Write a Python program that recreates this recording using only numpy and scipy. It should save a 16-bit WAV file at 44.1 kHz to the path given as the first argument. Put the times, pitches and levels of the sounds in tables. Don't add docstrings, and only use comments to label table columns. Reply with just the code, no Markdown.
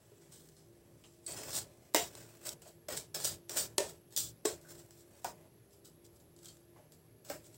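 import sys
import numpy as np
from scipy import signal
from scipy.fft import irfft, next_fast_len
from scipy.io import wavfile
from scipy.ndimage import uniform_filter1d

SR = 44100
rng = np.random.default_rng(int(sys.argv[2]) if len(sys.argv) > 2 else 0)


def wrap_up_sound(samples):
    columns = np.atleast_2d(samples).T
    tamed = np.clip(columns, -1, 1)
    steps = np.round(tamed * 32767).astype(np.int16)
    wavfile.write(sys.argv[1], SR, steps)


def gain_from_db(level_db):
    decades = np.asarray(level_db, float) / 20
    return 10 ** decades


N = 333837


def evened(x):
    return x / np.sqrt(np.mean(x ** 2) + 1e-20)


def read(points, hz):
    f, value = np.transpose(points)
    return np.interp(np.log(hz + 1), np.log(f + 1), value)


def add(mix, s, sound):
    part = mix[:, round(s * SR):][:, :sound.shape[1]]
    part += sound[:, :part.shape[1]]


def causal(gain_db, size=4096):
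    log_gain = np.log(gain_from_db(np.maximum(gain_db, -90)))
    log_gain = np.concatenate([log_gain, log_gain[-2:0:-1]])
    response = np.fft.ifft(np.exp(np.conj(signal.hilbert(log_gain)))).real[:size]
    return response / np.linalg.norm(response)


def fuzzy(hz, width):
    size = next_fast_len(N)
    off = np.fft.rfftfreq(size, 1 / SR) - hz
    near = np.flatnonzero(abs(off) < 8 * width)
    z = np.zeros(len(off), complex)
    a, b = rng.standard_normal((2, len(near)))
    z[near] = (a + 1j * b) * (1 + (2 * off[near] / width) ** 2) ** -1.5
    return evened(irfft(z, size)[:N])


def air():
    # (frequency [Hz], level per Hz [dB])
    air_curve = [(18, -70), (30, -43), (104, -1.5), (206, -11), (340, -7.5), (577, -16), (1270, -27),
                 (3130, -30), (6900, -33), (8400, -33.5), (9700, -38), (11100, -26), (12500, -42.5),
                 (16000, -29.5)]
    air_db = -62.5
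    frames, hz = N // 256 + 5, np.fft.rfftfreq(1024, 1 / SR)
    a, b, patches = rng.standard_normal((frames, 513, 3)).T
    patches = uniform_filter1d(patches, 10, 0)
    patches = evened(uniform_filter1d(patches, 12, 1))
    z = (a + 1j * b) * gain_from_db(read(air_curve, hz)[:, None] + 1.3 * patches)
    hiss = signal.istft(z, nperseg=1024, noverlap=768)[1][:N]
    return gain_from_db(air_db - 3.5) * evened(hiss)


def fan():
    # (frequency [Hz], width [Hz])
    fan_tones = [(114, 13), (156.5, 14), (343.5, 7), (398, 8), (456, 8), (570.5, 8), (628, 10), (1717, 18),
                 (2370, 45), (4600, 70), (6060, 50), (8500, 120)]
    fan_levels = [-72.5, -73.5, -70.5, -77, -80.5, -81.5, -82, -92.5, -110.5, -95, -93, -89]
    turn = 2 * np.pi * np.arange(N) / SR
    hum = np.zeros(N)
    for (hz, width), db in zip(fan_tones, fan_levels):
        core = 0.9 * (hz < 700) * np.sin(hz * turn)
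        hum += gain_from_db(db) * evened(fuzzy(hz, width) + core)
    return hum


def insects():
    # (frequency [Hz], width [Hz], level [dB], pulse rate [1/s])
    singers = [
        (11600, 520, -83.5, 147.),
        (11370, 260, -79, 180),
        (10800, 500, -84.5, 124.),
        (11150, 600, -81, 130),
    ]
    early_db, joins_s, rise_s = -6, 1.9, 0.6
    chorus = np.zeros(N)
    for hz, width, db, rate in singers:
        drift = evened(uniform_filter1d(rng.standard_normal(N), size=8000))
        turns = np.cumsum(rate * (1 + 0.039 * drift)) / SR
        pulses = np.exp(1.5 * np.cos(2 * np.pi * turns))
        chorus += gain_from_db(db) * evened(fuzzy(hz, width) * pulses)
    t = np.arange(N) / SR
    return chorus * gain_from_db(early_db / (1 + np.exp((t - joins_s) / rise_s)))


def rumble():
    band = signal.butter(3, [62, 190], "bandpass", fs=SR, output="sos")
    return gain_from_db(-73.5) * evened(signal.sosfilt(band, rng.standard_normal(N)))


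def shares(db, body_db, top_db, rim_db):
    return gain_from_db(db + np.array([body_db, 0.67 * body_db + rim_db, 0 * db, top_db]))


def cluster(share, count=60):
    jitter, size, phase = rng.random((3, count, 1))
    t = np.arange(1100) / SR
    hz = 1100 + 170 * (np.arange(count)[:, None] + jitter)
    modes = (gain_from_db(14.3 * size) * np.sin(2 * np.pi * (hz * t + phase))).sum(0)
    modes = modes * gain_from_db(-60 * t / 0.042)
    modes = share * modes / np.linalg.norm(modes) + (t == 0)
    return modes / np.linalg.norm(modes)


def rubs():
    # (start [s], length [s], friction [dB], plate body re steel [dB])
    slides = [(.002, 0.35, -71, -3), (0.725, .34, -80, 3.5), (1.275, 0.24, -49.5, 0),
              (1.638, 0.28, -71.5, 1.5), (2.35, .1, -74, -18), (2.452, .095, -50, -10),
              (2.883, 0.087, -44.5, -1), (3.505, 0.091, -46, -7), (5.301, 0.18, -73.5, 13)]
    # (peak [s], friction [dB], swell [s], fade [s], plate body re steel [dB])
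    drags = [(1.566, -30, 0.092, 0.07, -14), (2.188, -54.5, 0.32, 0.4, -2), (2.47, -40, 0.05, 0.05, -10),
             (2.62, -51, 0.0027, 0.021, -6), (2.682, -55.5, 0.074, 0.09, -24),
             (2.972, -37, 0.025, 0.075, -13.5), (3.146, -37, 0.0043, 0.19, -9),
             (3.247, -29, 0.016, 0.099, -20), (3.496, -29.5, 0.0026, .015, -9),
             (3.572, -36.5, 0.027, 0.13, -7), (3.896, -48, .05, 0.08, -11), (4.56, -58, .01, 0.088, -2),
             (4.706, -51.5, 0.081, 0.14, -8.5), (4.79, -55, 0.042, 0.089, -6.5),
             (5.2, -62, 0.27, 0.018, -3), (5.243, -57.5, 0.07, 0.0062, -7), (6.776, -74, .03, .15, 16),
             (7.25, -57, .008, .05, -9), (7.297, -53.5, 0.046, 0.016, -9), (7.38, -63, .01, 0.13, 0)]
    # (peak [s], friction
    # [dB], swell [s], fade [s])
    faint_drags = [(.322, -57.5, 0.027, 0.5), (1.13, -68.5, 0.28, 0.26), (1.262, -56, .03, .005),
                   (3.493, -52, .015, .004), (7.297, -50, .03, .004), (5.014, -61, 0.23, 0.064),
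                   (5.736, -63.5, .05, .1), (5.848, -55, .009, .1), (6.052, -57.5, .02, .04),
                   (6.165, -66, 0.07, .05), (6.205, -64.5, .01, .06), (6.454, -54.5, 0.069, 0.17),
                   (6.928, -60, 0.018, .07), (7.458, -56.5, 0.04, 0.07), (7.565, -53, 0.057, .01)]
    faint_body_db = -16
    range_db, body_lag = 26.5, 0.39
    out = []
    for s, length, db, body in slides:
        count = round(length * SR)
        out.append((s, np.full(count, db), np.full(count, body)))
    for peak, db, swell, fade, body in drags + [row + (faint_body_db,) for row in faint_drags]:
        start = max(peak - 1.2 * swell, 0)
        t = np.arange(start, peak + 1.4 * fade, 1 / SR) - peak
        down_db = range_db * np.where(t < 0, -t / swell, t / fade)
        out.append((start, db - down_db, body + body_lag * down_db))
    return out


def strokes():
    out = np.zeros((4, N))
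    sizes = gain_from_db(3.8 * np.minimum(rng.exponential(1, N), 3.0))
    grains = sizes * (rng.random(N) < 1500 / SR)
    clumps = gain_from_db(2.06 * evened(uniform_filter1d(rng.standard_normal(N), size=300)))
    grit = evened(grains * rng.standard_normal(N))
    grit = evened((0.5 * grit + rng.standard_normal(N)) * clumps)
    for s, db, body_db in rubs():
        rub = grit[round(s * SR):][:len(db)]
        t = np.arange(len(rub)) / SR
        db, body_db = db[:len(rub)], body_db[:len(rub)]
        edge = np.clip(np.minimum(t / 0.002, (t[-1] - t) / 0.024), 0, 1)
        rub = signal.fftconvolve(rub, cluster(0.4))[:len(t)]
        add(out, s, shares(db, body_db, -6 + 0 * db, -4.5) * edge * rub)
    return out * gain_from_db(-4.0)


def blows():
    # (time [s], blow [dB], plate body re steel [dB], room tail re blow [dB])
    light_ticks = [(.1174, -64, 6, -29), (.2104, -60.5, -9, 1.5), (0.3214, -46.5, -25, -2.5),
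                   (0.488, -46.5, -20.5, -22), (.5666, -50.5, -15, -6.5), (1.0385, -50, -12, -5),
                   (2.6184, -58, -9, 3), (2.658, -56, -3, -3), (6.731, -70, 14, -20),
                   (4.6902, -50, -28, -22), (5.474, -63, -1, -29), (5.7314, -55, -18, -17),
                   (5.8481, -55, -22, -9), (6.0462, -53, -24, -11), (6.2, -54, -30, -16),
                   (6.3634, -50.5, -18, -10), (6.389, -51, -23, -15), (6.4313, -48, -24, -21),
                   (6.569, -52, -20, -16), (6.7615, -76, 19.5, -4.5), (7.444, -52, -16, -5),
                   (5.708, -57, -20, -16)]
    # (time [s], blow [dB], plate body re steel [dB], room tail re blow [dB], gate closes after [s])
    flat_taps = [(1.2635, -38, -38, -12, .084), (1.3068, -36, -34, -20, .11), (1.3125, -37, -34, -24, .11),
                 (1.3205, -34, -34, -20, .03), (1.3643, -39, -13.5, 2, 0.17), (1.5055, -33, -13, -21, .12),
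                 (1.5529, -27.5, -35, -7, 0.092), (1.5764, -26, -15, -22, .14),
                 (1.9614, -17, -12, -13, 0.13), (2.1515, -36, -14, -16, .14), (2.9678, -31, -22, -12, .1),
                 (2.4906, -24, -34, -22, 0.05), (2.9238, -30.5, -18, -19, .11),
                 (2.9733, -24, -19, -24, 0.13), (3.1436, -36, -14, -8, .11), (3.2011, -30.5, -16, -4, .15),
                 (3.2324, -38, -27, -4, .05), (3.2455, -21, -41, -20, .11), (3.2514, -19, -28, -10, .11),
                 (3.494, -30, -22, -17, .13), (3.7803, -25, -15, -16.5, 0.095),
                 (3.7811, -13, -13.5, -16.5, 0.098), (4.455, -20, -10.5, -13, .1),
                 (3.8034, -27.5, -1, -13, 0.25), (6.4461, -44.5, -24, -10, .11),
                 (6.4567, -38, -27, -17, 0.12), (6.4826, -43, -30, -16, .11), (6.4845, -43, -28, -14, 0.1)]
    # (time [s], blow [dB], plate body re steel [dB], room tail re blow [dB], gate closes after [s])
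    edge_taps = [(1.9388, -38, -30, 0, .02), (1.946, -13, -13, -11, .15), (2.8858, -32, -6, -13.5, 0.12),
                 (3.5703, -22.5, -20.5, -2, .1), (4.1061, -53.5, -20, -3, .14),
                 (4.124, -44.5, -14, -7, .15), (3.7782, -41, -25, -4, .02), (4.447, -50, -27, 0, .02),
                 (4.4524, -24, -11, -14, .1), (4.4584, -24.5, -11, -13, .1), (4.4498, -44, -15, -10, .02),
                 (5.2443, -34.5, -9, -13, .078), (4.6129, -50, -26, -9, .11),
                 (4.9072, -46.5, -15, -12, .11), (5.2457, -30.5, -11, -10.5, 0.076),
                 (6.9207, -47, -19, -15, .09), (7.2484, -44.5, -12, -8.5, .096),
                 (7.2978, -36, -14, -10, .083), (7.2996, -30, -7.5, -10, .083), (7.3028, -38, -6, -14, .08),
                 (7.5443, -48.5, -15, -12, .11)]
    # (time [s], blow [dB], plate body re steel [dB], room tail re blow [dB], gate closes after [s])
    arm_clacks = [
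        (4.1634, -23, -56, -4, 0.15),
        (4.1754, -19, -29, -11, 0.14),
    ]
    ticks = [row + (0.14,) for row in light_ticks]
    kinds = [(edge_taps, -4), (flat_taps, -15.5), (arm_clacks, -3), (ticks, -18)]
    out = []
    for rows, top_db in kinds:
        for s, db, body_db, tail_db, gate_s in rows:
            out.append((s, db, body_db, top_db, tail_db, gate_s))
    return out


def taps():
    t, out = np.arange(10000) / SR, np.zeros((4, N))
    leak = 0.13
    for s, db, body_db, top_db, tail_db, gate_s in blows():
        z = rng.standard_normal(len(t))
        crack = z * gain_from_db(-60 * t / 0.016) * np.minimum(t / 0.0007, 1)
        crack = crack + 3.8 * (np.arange(len(t)) == 25)
        shut = leak + (1 - leak) / (1 + np.exp((t - gate_s) / 0.006))
        tail = z[::-1] * gain_from_db(tail_db - 60 * t / 0.32) * (1 - np.exp(-t / 0.0051))
        ringing = signal.fftconvolve(0.5 * crack + tail, cluster(0.6))[:len(t)]
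        sound = 0.7 * crack + ringing * shut
        add(out, s, gain_from_db(-8.0) * shares(db, body_db + 8.0, top_db, -5.0)[:, None] * sound)
    return out


def rings():
    # (time [s], frequency [Hz], level [dB], lasts [s])
    plate_rings = [(.118, 414, -59, 0.017), (1.946, 436, -38, 0.1), (1.946, 700, -34, 0.114),
                   (1.946, 2100, -43, .07), (2.886, 600, -48, .03), (1.946, 927, -39, 0.11),
                   (1.946, 308, -39.5, 0.053), (1.945, 1900, -39.5, 0.069), (3.781, 402.4, -41, 0.2),
                   (3.781, 2080, -50, 0.04), (3.781, 934, -46, 0.16), (4.454, 602, -41, 0.09),
                   (4.454, 711, -50, .07), (4.454, 1100, -48, .06), (3.781, 590, -37, .1),
                   (3.779, 1804, -49, .1), (4.453, 428.7, -38, 0.105), (4.454, 361, -48, 0.14),
                   (5.241, 715, -48, 0.078), (6.758, 980, -62, .012), (5.241, 935, -47, 0.098),
                   (5.245, 1470, -54, .083), (7.298, 606, -44.5, 0.083), (7.306, 800, -50, .06),
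                   (7.306, 310, -52, .07)]
    # (time [s], frequency [Hz], level [dB], lasts [s])
    steel_rings = [(1.946, 3885, -41.5, 0.098), (1.948, 4400, -56, .12), (1.942, 6140, -45, .12),
                   (3.567, 8760, -39, 0.086), (4.161, 6980, -42, 0.14), (4.17, 7670, -40, 0.12),
                   (4.163, 3434, -46, 0.145), (4.163, 5839, -40, 0.15), (7.298, 5220, -55.5, .079),
                   (5.245, 5200, -55, .06), (3.494, 5800, -53, .05), (4.163, 4270, -48, 0.15),
                   (4.163, 7400, -47, .14), (4.163, 6490, -47, .14), (4.163, 7290, -43, .14),
                   (6.457, 3200, -65, .02), (6.484, 3200, -65, .03), (3.144, 5300, -47, .04)]
    # (time [s], frequency [Hz], level [dB], lasts [s])
    dull_rings = [(1.036, 2940, -61, 0.03), (1.263, 8120, -42, 0.06), (1.946, 2947, -35.5, 0.12),
                  (4.454, 7970, -40, 0.064), (5.239, 5140, -53, 0.085), (5.243, 782, -42.5, 0.076),
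                  (6.77, 800, -64, .08), (4.165, 3600, -44, .14), (4.165, 4600, -46, .14),
                  (3.2455, 8500, -36, .03), (3.2514, 5800, -40, .02), (3.566, 8000, -41, .07),
                  (2.9678, 7600, -44, .03), (1.3205, 8200, -42, .01), (2.452, 8100, -50, .045),
                  (6.457, 4100, -58, .02), (6.484, 4450, -58, .03), (6.484, 8000, -57, .01)]
    # (time [s], frequency [Hz], level [dB], lasts [s])
    squeaks = [(1.264, 4520, -54, 0.083), (1.306, 7460, -47, .019), (1.364, 5210, -56, 0.14),
               (2.659, 620, -55, 0.043), (4.647, 1500, -64.5, 0.05), (1.64, 590, -65, 0.18),
               (1.5, 5210, -54, .09)]
    # (time [s], frequency [Hz], level [dB], lasts [s])
    knocks = [(4.4524, 401, -27, 0.017), (4.4524, 616, -32, 0.018), (3.7811, 370, -30, 0.015),
              (1.946, 950, -30, .02), (5.2443, 794, -38, .02), (7.2996, 550, -42, .02),
              (1.2635, 8100, -38, .005)]
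    # (width [Hz], time to fall 60 dB [s])
    ring_kinds = [
        (22, 0.33),
        (55, .32),
        (316, 0.29),
        (70, 1.2),
        (20, 0.044),
    ]
    t, out = np.arange(9500) / SR, np.zeros((1, N))
    times, strength = np.transpose(blows())[:2]
    tables = zip([plate_rings, steel_rings, dull_rings, squeaks, knocks], ring_kinds)
    sung = [row + kind for rows, kind in tables for row in rows]
    for s, hz, db, lasts, width, t60 in sung:
        a, b = rng.standard_normal((2, len(t)))
        nearest = times[np.argmin(abs(times - s) - strength / 2500)]
        s = nearest if abs(nearest - s) < 0.012 else s
        r = np.exp(-np.pi * width / SR)
        flutter = signal.lfilter([np.sqrt(1 - r * r)], [1, -r], a + 1j * b, zi=[2.47 + 0j])[0]
        shut = (1 - np.exp(-t / 0.00087)) / (1 + np.exp((t - lasts) / 0.0083))
        tone = (flutter * np.exp(2j * np.pi * hz * t)).imag
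        add(out, s, (gain_from_db(db - 60 * t / t60) * shut * tone)[None])
    return out[0]


def parts():
    # (frequency [Hz], level [dB], relative ring time [1])
    plate_modes = [(392.5, -4.5, 0.26), (436, -7.5, 1), (596, 10.5, 0.13), (689, 2, 0.028),
                   (726, -27, 0.25), (814, -19, 0.63), (960, -15.5, 1)]
    # (frequency [Hz], width [Hz], level [dB])
    steel_modes = [(3020, 53, 3), (3450, 34, -19.5), (5176, 61, 0.5), (5800, 150, -15), (5850, 58, -6),
                   (7330, 78, -4), (7750, 53, -14), (7800, 28, -5.5), (9140, 64.3, -11), (8760, 18, -9.5),
                   (9160, 90.5, -4.5), (10030, 44, -12), (10550, 33, -6)]
    # (frequency [Hz], level per Hz [dB])
    bright_curve = [(1530, -53.5), (2950, -19), (3350, -7), (3900, -6.5), (5080, -5), (6350, -6), (8050, 0),
                    (9610, -9.5), (12400, -13.5), (16200, -49), (22000, -120)]
    # (frequency [Hz], level per Hz [dB])
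    middle_curve = [(600, -32), (850, -1.5), (1150, -1), (1500, 0.5), (2100, -2.5), (2750, -5.5),
                    (3600, -22)]
    # (frequency [Hz], level per Hz [dB])
    top_curve = [(10500, -42), (12500, -6), (14500, -2), (15900, 1.5), (17500, -37)]
    hz, t = np.fft.rfftfreq(16384, 1 / SR), np.arange(8192) / SR
    body = np.zeros(len(t))
    for f, db, t60 in plate_modes:
        body += gain_from_db(db - 60 * t / (0.19 * t60)) * np.sin(2 * np.pi * f * t)
    peaks = np.zeros(len(hz))
    for f, width, db in steel_modes:
        peaks += gain_from_db(2 * (db + 2.5)) / (1 + (2 * (hz - f) / width) ** 2)
    rim = causal(read(middle_curve, hz))
    steel = causal(read(bright_curve, hz) + 10 * np.log10(1 + peaks))
    return body / np.linalg.norm(body), rim, steel, causal(read(top_curve, hz))


def gate(ware):
    opens_db, soft_db, lag_s = -53, 3.5, 0.044
    power_db = 10 * np.log10(abs(uniform_filter1d(ware ** 2, size=600)) + 1e-12)
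    r = np.exp(-1 / (lag_s * SR))
    return signal.lfilter([1 - r], [1, -r], 1 / (1 + np.exp((opens_db - power_db) / soft_db)))


def scene():
    drive = strokes() + taps()
    ware = sum(signal.oaconvolve(d, p)[:N] for d, p in zip(drive, parts())) + rings()
    opened = gate(ware)
    room = rumble() * gain_from_db(16 * opened) + (air() + fan()) * gain_from_db(8 * opened)
    no_bass = signal.butter(4, 260, "highpass", fs=SR, output="sos")
    return (signal.sosfilt(no_bass, ware) + room + insects())[None]


def band_limit(x):
    return signal.sosfilt(signal.butter(12, 17000, fs=SR, output="sos"), x)


def record(dry):
    edge = signal.firwin(511, 15900, window=("kaiser", 4), fs=SR)[None]
    return band_limit(signal.oaconvolve(dry, edge, "same"))


dry = scene()
out = record(dry)
wrap_up_sound(out)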